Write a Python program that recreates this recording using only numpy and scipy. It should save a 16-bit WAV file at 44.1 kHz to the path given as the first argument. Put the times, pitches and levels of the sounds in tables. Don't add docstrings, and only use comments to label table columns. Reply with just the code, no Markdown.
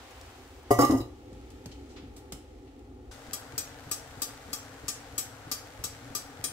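import sys
import numpy as np
from scipy import signal
from scipy.fft import rfft, irfft, next_fast_len
from scipy.io import wavfile
from scipy.ndimage import uniform_filter1d

SR = 44100
rng = np.random.default_rng(int(sys.argv[2]) if len(sys.argv) > 2 else 0)


def unload_audio(sound):
    columns = np.transpose(np.atleast_2d(sound))
    steps = np.round(np.clip(columns, -1, 1) * 32767)
    wavfile.write(sys.argv[1], SR, steps.astype(np.int16))


def attenuation_scalar(level_db):
    decades = np.asarray(level_db, float) / 20
    return 10 ** decades


N = 287532
CUT_S = 3.112

# (pitch [Hz], level [dB], time to fade by 60 dB [s])
LID_TILTED = [(117.7, -10, 0.49), (301.5, 1.5, 0.086), (402, 4, 0.12), (566, -8.5, 0.27), (702, -5, 0.13),
              (1060, -8, 0.11), (1188, -19.5, 0.39), (1323, -29, 0.14)]
LID_ROCKING = [(131, -9.5, 0.51), (282.7, 1.5, 0.46), (369.6, -9.5, 0.68), (500, 1.5, 0.2),
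               (558, -7.5, 0.43), (693, -8, 0.37), (826, -6, 0.13), (1072, -13, 0.3), (1134, -7, 0.34),
               (1355, -11.5, 0.12)]
LID_SLIDING = [(282, 1, 0.21), (486.9, -21, 0.41), (836, -6, 0.18), (1080, -24, .3), (1125, -5, 0.27),
               (1173, -8, .4), (1330, -20, 0.092), (2010, -35, .6), (2170, -45, 0.55), (2950, -51, 0.23),
               (3900, -29, 0.22), (5124, -31, 0.16), (5543, -34, 0.13), (6260, -26, 0.23)]
LID_SEATED = [(112.6, -12.5, 0.28), (270.6, -2.5, 0.19), (300, -0.5, 0.11), (376, -13, 0.17),
              (420, -23, 0.11), (506, -20.5, 0.19), (605, -27, 0.11), (690, -20.5, 0.22), (990, -24, 0.067),
              (1050, -21, 0.11), (1200, -25.5, 0.37), (1980, -44, 0.15), (2900, -56, 0.15),
              (5070, -41.5, 0.1), (6290, -40, 0.1), (7440, -48, 0.2)]
LID_AT_REST = [(116, 1, 0.15), (300, 1, 0.077), (341, -2, 0.14), (710, -24, 0.099), (1230, -17, 0.18),
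               (1870, -32, 0.097), (2770, -25, 0.15), (4021, -18, 0.22), (3800, -17, 0.12),
               (5000, -28, 0.11), (7530, -42, .15)]
# (pitch [Hz], level [dB], fade time [s])
DOME = [(1946, 0, .35), (2186, -14, .3)]
RIM_FREE = [(4807, -3, .13), (5071, -3, .12), (6051, -7, .5), (6815, -11, .5), (7138, -9, .5),
            (8317, -10, .5), (8635, -5, .25), (9259, -9, .5), (9798, 0, .15), (10690, -8, .15),
            (10940, -8, .33), (11280, 0, .11)]
RIM_TOUCHING = [(2864, -16, .4), (3822, -16, .26), (4032, -16, .4), (5066, -3, .14), (5150, -3, .16),
                (5543, -6, .2), (6288, -7, .2), (6525, -3, .2), (7142, -8, .25), (7480, -8, .2),
                (8436, -7, .2), (10160, -7, .13), (11720, -11, .2)]
# (pitch [Hz], level [dB], fade time [s])
RUBBED_TONES = [(1187, 2, 0.27), (1133, -17, 0.26)]
# (pitch [Hz], left minus right [dB])
LID_LEAN = [(300, 0), (400, -1.5), (500, -3), (560, 6), (700, 5.5), (830, 5), (1070, -2.5), (1187, -6),
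            (1946, -6), (3000, -1)]

# (time [s], body level [dB], 1 kHz rim level above body [dB], clink level above body [dB])
KNOCKS = [
    (0.707, -5, -16, -23),
    (0.711, -16.5, -12, -5),
    (0.749, -39, 4, -23),
]
ROCKS = [
    (0.7885, -7, -10, -14),
    (0.805, -20, 4.5, -13),
    (0.810, -24, -6, 4.5),
    (0.821, -16, -3.5, -10),
]
SLIDES = [
    (0.834, -14, -10, -18),
    (0.85, -18, -12, -15),
    (0.866, -36, -15, -13),
]
SEATS = [
    (0.897, -10.5, -28, -42),
    (0.91, -14, -13, -24),
    (0.922, -12.5, -27, -29),
    (0.937, -14.5, -36, -37),
    (0.948, -15, -52, -40),
    (0.972, -24, -28, -13),
]
SETTLES = [
    (1.004, -21.5, -26, -21),
    (1.044, -44, -14, -17),
]
# (time [s], peak level [dB])
DOME_BLOWS = [
    (.708, -30),
    (.789, -33),
    (.81, -40),
    (.835, -35),
    (.91, -49),
]
# (time [s], pitch [Hz], peak level [dB], fade time [s])
RIM_RINGS = [
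    (.712, 6090, -51, .3),
    (.792, 5090, -32, 0.11),
    (.806, 5110, -31, 0.15),
    (.808, 6525, -37, 0.21),
    (.865, 5160, -44, 0.13),
    (1.003, 4021, -47, 0.14),
    (1.012, 2867, -51, 0.18),
    (1.003, 5030, -48, 0.12),
]
# (time [s], level [dB])
CHATTER_LEVEL = [
    (0.707, -39.5),
    (0.713, -40),
    (0.771, -55.5),
    (0.811, -39.5),
    (0.893, -50.5),
    (0.917, -44.5),
    (0.953, -55),
    (1.017, -58),
    (1.12, -96),
]
# (pitch [Hz], level per Hz [dB])
CHATTER_COLOUR = [(1350, -13), (2100, -2), (2450, -17), (2900, -6.5), (3300, -14), (3700, -13), (4000, -14),
                  (4600, -15.5), (5100, -8.5), (6340, -12), (10600, -9), (13300, -6), (16000, -21)]

# (pitch [Hz], level [dB], fade time [s])
VALVE_MODES = [(1195, 0, .2), (1270, -4, .17), (1570, -8, .15), (2000, -14, .15), (2550, -9, .15),
               (2685, -4, .25), (3270, -3, .25), (3380, -6, .2), (3870, -8, .2), (4010, -3, .2),
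               (4090, -8, .2), (4480, -8, .25), (4710, 0, .24), (4770, -7, .26), (4830, -4, .26),
               (4955, -9, .28), (5250, -9, .3), (5290, -2, .22), (5650, -3, .3), (5690, 0, .24),
               (5819, -5, .2), (6170, -3, .22), (6210, -9, .3), (6330, -9, .2), (6655, -3, .27),
               (6718, 1, .24), (6840, -7, .15), (7250, -8, .15), (7620, -5, .2), (7765, 0, .22),
               (7690, -6, .2), (7865, -4, .2), (7980, -4, .24), (8090, -6, .3), (8180, -8, .2),
               (8410, -10, .2), (8740, -5, .2), (8948, 0, .3), (9730, -4, .17), (9850, -7, .17),
               (10175, -3, .22), (10980, -8, .13), (11490, -8, .2), (11810, -5, .17), (12210, -4, .13),
               (12490, -7, .12), (12870, -7, .13), (13505, -5, .13), (14390, -10, .11), (15240, -12, .11)]
# (time [s], peak level [dB], lid knock [dB], 8 kHz ring [dB], 9 kHz ring [dB])
DROPS = [(3.332, -23.5, 3, 1, 4), (3.5787, -22, -1.5, 1, 5), (3.913, -21, 0, 3, 3),
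         (4.2187, -20.5, -4, 1, 3.5), (4.5303, -22.5, -1.5, 0, 1), (4.8817, -21, -2, 0.5, 4.5),
         (5.1794, -21, -3, 2, 12), (5.5144, -20.5, 2, -7, -5), (5.8388, -23.5, 2, 1, 7.5),
         (6.15, -21.5, 3.5, -0.5, -6), (6.44, -21, -4, 1, 12.5)]
DROP_BANDS_DB = [-14, -14.5, -5.5, -6, -18, -4.5]
VALVE_CROWD_DB = [-18.5, -11, -4]
SEAT_NULLS_HZ = [7050, 9330]
TICK_SHARPNESS_DB = [0, 14, 3, 8, 1, -2, -4, 1, 3, -5, -3]

# (time [s], peak level [dB], starting pitch [Hz])
BUMPS = [
    (1.317, -36, 580),
    (1.658, -31, 300),
    (2.025, -38, 300),
    (2.326, -32.5, 287),
]
# (time [s], peak level [dB], centre pitch [Hz], fade time [s])
TAPS = [
    (1.329, -54.5, 3020, 0.046),
    (1.503, -47, 3760, 0.047),
    (1.658, -38, 3460, 0.038),
    (2.164, -46.5, 5000, 0.14),
    (2.3218, -32, 4840, 0.056),
    (2.648, -64, 1500, .03),
    (2.7918, -60.5, 3810, 0.022),
    (3.6743, -43, 900, 0.018),
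    (4.2895, -43, 900, 0.025),
    (4.3069, -45, 1500, 0.017),
]
# (time [s], peak level [dB], centre pitch [Hz], fade time [s])
RUSTLES = [
    (1.713, -42, 3400, 0.067),
    (1.889, -50.5, 4600, 0.27),
    (1.959, -42, 2950, 0.14),
    (1.962, -46, 1200, 0.13),
    (2.02, -54, 2500, 0.17),
    (2.671, -54, 2500, 0.066),
]
# (time [s], peak level [dB])
POPS = [
    (0.108, -41),
    (0.2124, -36),
    (0.4768, -44),
    (3.1797, -51),
    (3.6694, -44),
    (5.0192, -51),
    (5.6234, -55.5),
]

# (pitch [Hz], level per Hz [dB])
FIRST_SIZZLE = [(88, -53), (150, -21), (201, -29.5), (259, -27.5), (361, -27), (383, -16), (504, 2.5),
                (534, 8), (566, -4), (805, 4.5), (871, -1), (1260, -2), (7470, -17.5), (16000, -25)]
HISS = [(590, -48), (1000, -16), (1310, -1), (1550, -8), (1790, -4), (1960, -5.5), (5630, -14.5),
        (16000, -22.5)]
OPEN_PAN = [(13, -58), (22, -6), (118, 2.5), (200, -17), (278, 3.5), (337, -15), (482, -2), (585, -9),
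            (792, -5), (988, -13), (1450, -10), (2020, -15), (2590, -20), (8030, -27), (16000, -33.5)]
# (time [s], level [dB])
SIZZLE_DB = [(0, -51), (.34, -53), (.6, -57), (.72, -54)]
HISS_DB = [(1.06, -63), (1.58, -59.5), (2.73, -66), (3.11, -66)]
# (pitch [Hz], level per Hz [dB])
RUMBLE = [(13, -31), (22, -20), (59, 0.5), (119, -9.5), (149, -17.5), (174, -30), (273, -3.5), (337, -13),
          (374, -6.5), (468, -17), (511, -11.5), (567, -29), (846, -17.5), (939, -32.5), (1400, -33),
          (1820, -77), (3080, -120)]
DEEP = [(25, -25), (45, -3), (70, 5), (100, 2), (140, -33)]
# (time [s], level [dB])
RUMBLE_DB = [(0, -53.5), (.6, -51), (1.1, -47), (2.2, -47), (2.5, -49), (3.12, -48)]
DEEP_DB = [(0, -60), (.6, -55.5)]
# (pitch [Hz], side minus mid [dB])
WIDTH = [(30, -36), (90, -14), (180, -54), (350, -8.5), (700, -7), (1400, -4), (3000, 1), (16000, -2.5)]
# (pitch [Hz], time to fade by 60 dB [s])
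ROOM_T60_S = [(125, 0.18), (500, 0.46), (2000, 0.4), (6000, 0.38), (14000, 0.23)]
# (pitch [Hz], level [dB])
MICROPHONE = [(20, 0), (5000, 0.5), (7800, 2), (8800, -0.5), (9800, -2.5), (12500, -1.5), (16000, -1.5)]


def lid():
    out = np.zeros((2, N))
    weak = crowd(280, 1034, -20, 0.085, count=12)
    tilted = LID_TILTED + DOME + RIM_FREE + weak
    rocking = LID_ROCKING + DOME + RIM_TOUCHING + weak
    # (blows, modes, share of fade time kept, longest fade [s], dome above rim [dB], gripped at [s])
    stages = [(KNOCKS, tilted, .7, .5, -26, .787),
              (ROCKS, rocking, .45, .6, -28, .89),
              (SLIDES, LID_SLIDING, .4, .5, -26, .89),
              (SEATS, LID_SEATED, .8, .5, -24, 1.0),
              (SETTLES, LID_AT_REST, .9, .5, -9, 1.07)]
    grip_t60_s = 0.061
    for blows, modes, damp, longest, dome_db, grip_s in stages:
        for s, db, rim_db, clink_db in blows:
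            levels = db + np.array([-2, rim_db + 3.0, rim_db + dome_db, clink_db - 4.5])
            steel = ring(modes, [800, 1600, 2300], levels, 1.3, damp, longest, 1.0, 1800, LID_LEAN)
            held = np.maximum(s + np.arange(steel.shape[1]) / SR - grip_s, 0)
            add(out, s, steel * attenuation_scalar(-60 * held / grip_t60_s), .8, lag=5)
            clink = burst(14600, 0.52, 0.42, 0.11, 0.25)
            add(out, s, attenuation_scalar(db + clink_db + 0.5) * clink, .5, lag=5)
            body = burst(610, 0.58, 0.75, 0.088, 0.99)
            add(out, s, attenuation_scalar(db - 16.5) * body, .5, lag=5)
    for s, db in DOME_BLOWS:
        add(out, s, ring(DOME, [], [db], 1.0, 0.9, 1., 1.1, 4400, LID_LEAN), .8, lag=5)
    for s, hz, db, t60 in RIM_RINGS:
        pair = [(hz, 0, t60), (hz * 0.91, -7, t60)]
        add(out, s, ring(pair, [], [db], 1., 0.92, 1., 1.5, 6200), .8, lag=5)
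    rubbed = ring(RUBBED_TONES, [], [-20.5], 0., 0.78, 1., 12, 2500, LID_LEAN)
    add(out, .822, rubbed, .4, lag=5)
    scrape = curve(CHATTER_LEVEL, 0.0069) * steady(CHATTER_COLOUR, 0.57, 1.1, 2.5, 3.0, 5.2)
    return out + attenuation_scalar(0.5) * chatter() + attenuation_scalar(3.0) * scrape


def chatter():
    a, size = int(.7 * SR), SR // 2
    strength = attenuation_scalar(4.8 * np.minimum(rng.exponential(1, size), 4))
    contacts = rng.standard_normal(size) * strength * (rng.random(size) < .02)
    modes = [(hz, db - 15, t60) for hz, db, t60 in RIM_TOUCHING]
    modes += crowd(3890, 16060, -20, 0.093, count=90)
    steel = ring(modes, [4500, 9000], [-9, 0, -5], 2.6, 0.37, 0.1, 0.088, 1500)
    steel = steel / np.sqrt((steel ** 2).sum() / 2 * np.mean(contacts ** 2))
    contacts = contacts * curve(CHATTER_LEVEL, 0.0024)[a:a + size]
    out = np.zeros((2, N))
    add(out, .7, signal.fftconvolve(contacts[None], steel, axes=1), .5, lag=5)
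    return out


def valve():
    out = np.zeros((2, N))
    pan_db, longest_s, bounce_s, lift_lead_s = 6, .36, .0028, 0.048
    weak = crowd(4550, 16600, 0, 0.13, count=70) + crowd(1300, 4220, 0, 0.18, count=24)
    for s, db, knock_db, ring8_db, ring9_db in DROPS:
        levels = db + np.array(DROP_BANDS_DB) + np.array([knock_db, 0, 0, ring8_db, ring9_db, 0])
        drop = ring(VALVE_MODES, [2016, 4300, 7080, 8500, 9300], levels, 1.8, 0.56, longest_s, 0.4, 1900)
        weak_levels = db + np.array(VALVE_CROWD_DB)
        drop = drop + ring(weak, [4300, 9000], weak_levels, 4.3, 0.84, longest_s, 0.21, 1400)
        add(out, s, drop, pan_db, lag=-4)
        add(out, s + bounce_s, attenuation_scalar(-9.5) * drop, pan_db, lag=-4)
        crack = burst(7900, 0.77, 0.56, 0.0085, 0.3)
        add(out, s, attenuation_scalar(db - 3.5) * crack, pan_db, lag=-4)
        rattle = burst(6600, 0.85, 1.0, 0.14, 0.27)
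        add(out, s + bounce_s, attenuation_scalar(db - 2.5) * rattle, pan_db, lag=-4)
        add(out, s - lift_lead_s, attenuation_scalar(-35) * burst(123, 0.97, 2.3, 0.085, 0.95))
        add(out, s, attenuation_scalar(-35.5) * burst(193, 0.95, 1.4, 0.055, 0.87))
    add(out, CUT_S, attenuation_scalar(-41.5) * burst(5200, 0.81, 1.5, 0.22, 0.33), 3.0)
    for hz in SEAT_NULLS_HZ:
        out = signal.lfilter(*signal.iirnotch(hz, 25., SR), out)
    return out


def ticks():
    out = np.zeros((2, N))
    for (s, db, *_), sharp_db in zip(DROPS, TICK_SHARPNESS_DB):
        tick = burst(14200, 0.12, 1.4, 0.014, 0.3)
        add(out, s, attenuation_scalar(db - 11 + sharp_db) * tick, 6, lag=-4)
    return out


def taps():
    out = np.zeros((2, N))
    for s, db, hz in BUMPS:
        add(out, s, attenuation_scalar(db) * thump(hz))
    for s, db, hz, t60 in TAPS:
        add(out, s, attenuation_scalar(db + 5.0) * burst(hz, 1.43, 0.54, t60, 0.31), lag=4)
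        add(out, s, attenuation_scalar(db - 2.5) * burst(470, 0.85, 0.35, t60, 0.66), lag=4)
    for s, db, hz, t60 in RUSTLES:
        add(out, s, attenuation_scalar(db) * burst(hz, 0.7, 11, t60, 0.15), lag=4)
    for s, db in POPS:
        add(out, s, attenuation_scalar(db - 4.0) * burst(5630, 1.0, 0.22, 0.02, 0.6))
    return out


def thump(start_hz):
    end_hz, fall_s = 79.5, 0.0077
    t = np.arange(SR // 10) / SR
    turns = end_hz * t + (start_hz - end_hz) * fall_s * (1 - np.exp(-t / fall_s))
    swell = (t / 0.013) * np.exp(1 - t / 0.0064)
    return np.tile(np.sin(2 * np.pi * turns) * swell, (2, 1))


def crackle(t0, t1, db, count):
    out = np.zeros((2, N))
    for when, size, pitch, side in rng.random((count, 4)):
        spit = burst(2500 + 9000 * pitch, 0.7, 0.17, 0.0047, 0.55)
        add(out, t0 + when * (t1 - t0), attenuation_scalar(db - 5.7 * size) * spit, 6 * side - 1.5)
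    return out


def sizzle_and_rumble():
    floor = curve(SIZZLE_DB) * steady(FIRST_SIZZLE, 0, .8, 0.41, 3.4, 3.0, 1.0)
    floor += attenuation_scalar(-1.0) * curve(HISS_DB, 0.64) * steady(HISS, 0.98, CUT_S, 1.4, 3.99, 8.6, 1.0)
    floor += attenuation_scalar(-47.5) * steady(OPEN_PAN, CUT_S, 7, 1.0, 5.26, -3.5, 2.8)
    floor += crackle(0, 0.93, -44.5, count=14)
    floor += crackle(CUT_S, 6.5, -54.0, count=110)
    floor += curve(RUMBLE_DB) * steady(RUMBLE, 0, CUT_S, 0.76, 0., 6.9, 0.57)
    floor += curve(DEEP_DB) * steady(DEEP, 0, .8, 1.0, 0., 5.2)
    return floor


def steady(colour, t0, t1, flicker_db, grain_db=0., lag=0, lean_db=0.):
    a, b = int(t0 * SR), min(int(t1 * SR), N)
    size = next_fast_len(b - a)
    hz = np.maximum(np.fft.rfftfreq(size, 1 / SR), 1)
    strength = attenuation_scalar(grain_db * np.minimum(rng.exponential(1, size), 4))
    drops = None
    drops = attenuation_scalar(grain_db * np.minimum(rng.exponential(1, size), 4) * (rng.random(size) < .05))
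    white = rng.standard_normal((2, size))
    grainy = rfft(white * drops) / np.sqrt(np.mean(drops ** 2))
    mid, side = np.where(hz > 1500, grainy, rfft(white))
    side = side * attenuation_scalar(on_log(WIDTH, hz))
    delay = np.exp(2j * np.pi * hz * lag / SR)
    pair = np.array([mid + side, (mid - side) * delay]) * attenuation_scalar(on_log(colour, hz)) * (hz > 15)
    band = np.clip(np.log2(hz / 40) * .8, 0, 7)
    y = 0
    for k in range(8):
        share = np.clip(1 - abs(band - k), 0, 1)
        y = y + irfft(pair * share, size) * attenuation_scalar(flicker_db * walk(9.14, size))
    out = np.zeros((2, N))
    out[:, a:b] = y[:, :b - a] / np.sqrt(np.mean(y ** 2)) * attenuation_scalar([[lean_db / 2], [-lean_db / 2]])
    return out


def room(x):
    t = np.arange(int(.6 * SR)) / SR
    hz = np.fft.rfftfreq(len(t), 1 / SR) + 1
    noise = rfft(rng.standard_normal((2, len(t))))
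    side = noise[1] * attenuation_scalar(on_log(WIDTH, hz))
    pair = np.array([noise[0] + side, noise[0] - side])
    octave = np.clip(np.log2(hz / 62.5), 0, 8)
    tail = np.zeros((2, len(t)))
    for k in range(9):
        share = np.clip(1 - abs(octave - k), 0, 1)
        t60 = on_log(ROOM_T60_S, 62.5 * 2 ** k)
        tail += irfft(pair * share, len(t)) * np.exp(-np.log(1000) * t / t60)
    tail = tail * (t > .004)
    tail = tail / np.sqrt((tail ** 2).sum() / 2)
    return signal.fftconvolve(x.mean(axis=0)[None], tail, axes=1)[:, :N]


def ring(modes, band_edges, band_db, scatter_db, damp, longest, rise_ms, spread_hz, lean=((1, 0), (2, 0))):
    hz, db, t60 = np.transpose(modes).astype(np.float32)
    t = np.arange(SR // 4, dtype=np.float32) / SR
    chance = rng.standard_normal((5, len(hz)), dtype=np.float32)
    start = 2 * np.pi * np.minimum(hz / spread_hz, 1) * chance[:2] / 4 + np.pi + 0.31 * chance[4]
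    pitch = hz * (1 + 0.0024 * chance[2])
    waves = np.sin(2 * np.pi * pitch[:, None] * t + start[:, :, None])
    fade = np.exp(-np.log(1000) * t / (damp * np.minimum(t60, longest))[:, None])
    rise = 1 - np.exp(-t * 1000 / rise_ms)
    balance = attenuation_scalar(np.outer([.5, -.5], on_log(lean, hz))).astype(np.float32)
    waves = waves * (fade * rise) * attenuation_scalar(db + scatter_db * chance[3])[:, None] * balance[:, :, None]
    band = np.searchsorted(band_edges, hz)
    out = 0
    for k, peak_db in enumerate(band_db):
        part = waves[:, band == k].sum(axis=1)
        out = out + attenuation_scalar(peak_db) * part / abs(part).max()
    return out


def crowd(lo_hz, hi_hz, db, t60, count):
    chance = rng.random((count, 3))
    hz = lo_hz + (hi_hz - lo_hz) * chance[:, 0] ** 1.4
    fade_s = t60 * (.5 + chance[:, 2]) * (5000 / hz) ** 0.13
    return list(zip(hz, db - 8 * chance[:, 1], fade_s))


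def burst(centre_hz, octaves, rise_ms, t60, alike):
    t = np.arange(8192) / SR
    hz = np.fft.rfftfreq(len(t), 1 / SR) + 1
    noise = rng.standard_normal((3, len(t)))
    pair = np.sqrt(alike) * noise[0] + np.sqrt(1 - alike) * noise[1:]
    hump = np.exp(-.5 * (np.log2(hz / centre_hz) / octaves) ** 2)
    y = irfft(rfft(pair) * hump, len(t))
    y = y * (1 - np.exp(-t * 1000 / rise_ms)) * np.exp(-np.log(1000) * t / t60)
    return y / abs(y).max()


def add(out, s, y, pan_db=0., lag=0):
    for c, (side, late) in enumerate([(0.74, max(lag, 0)), (-1.15, max(-lag, 0))]):
        a = int(s * SR) + late
        out[c, a:a + y.shape[1]] += attenuation_scalar(side * pan_db / 2) * y[c, :N - a]


def on_log(table, hz):
    f, v = np.transpose(table)
    return np.interp(np.log(hz), np.log(f), v)


def curve(table, fade=0.1):
    s, db = np.transpose(table)
    times = np.r_[s[0] - fade, s, s[-1] + fade]
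    return attenuation_scalar(np.interp(np.arange(N) / SR, times, np.r_[-120, db, -120]))


def walk(rate, size):
    k = int(SR / rate)
    held = np.repeat(rng.standard_normal(size // k + 1), k)
    return 0.79 * uniform_filter1d(uniform_filter1d(held, k), k)[:size]


def top_cut(x, hz):
    return signal.sosfilt(signal.ellip(12, .2, 45, hz, fs=SR, output="sos"), x)


def scene():
    worktop = signal.iirnotch(192, 2.2, SR)
    cover = signal.lfilter(*worktop, lid())
    weight = signal.lfilter(*worktop, valve())
    small = taps()
    echo = room(attenuation_scalar(-7.5) * cover + attenuation_scalar(-6.5) * weight + attenuation_scalar(-3.5) * small)
    heard = cover + weight + small + sizzle_and_rumble() + echo
    return top_cut(heard, 15720) + ticks()


def roll_off(x):
    return signal.sosfilt(signal.butter(12, 17150, fs=SR, output="sos"), x)


def record(dry):
    hz = np.fft.rfftfreq(N, 1 / SR) + 1
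    coloured = irfft(rfft(dry) * attenuation_scalar(on_log(MICROPHONE, hz)), N)
    return roll_off(top_cut(coloured, 16900))


dry = scene()
out = record(dry)
unload_audio(out)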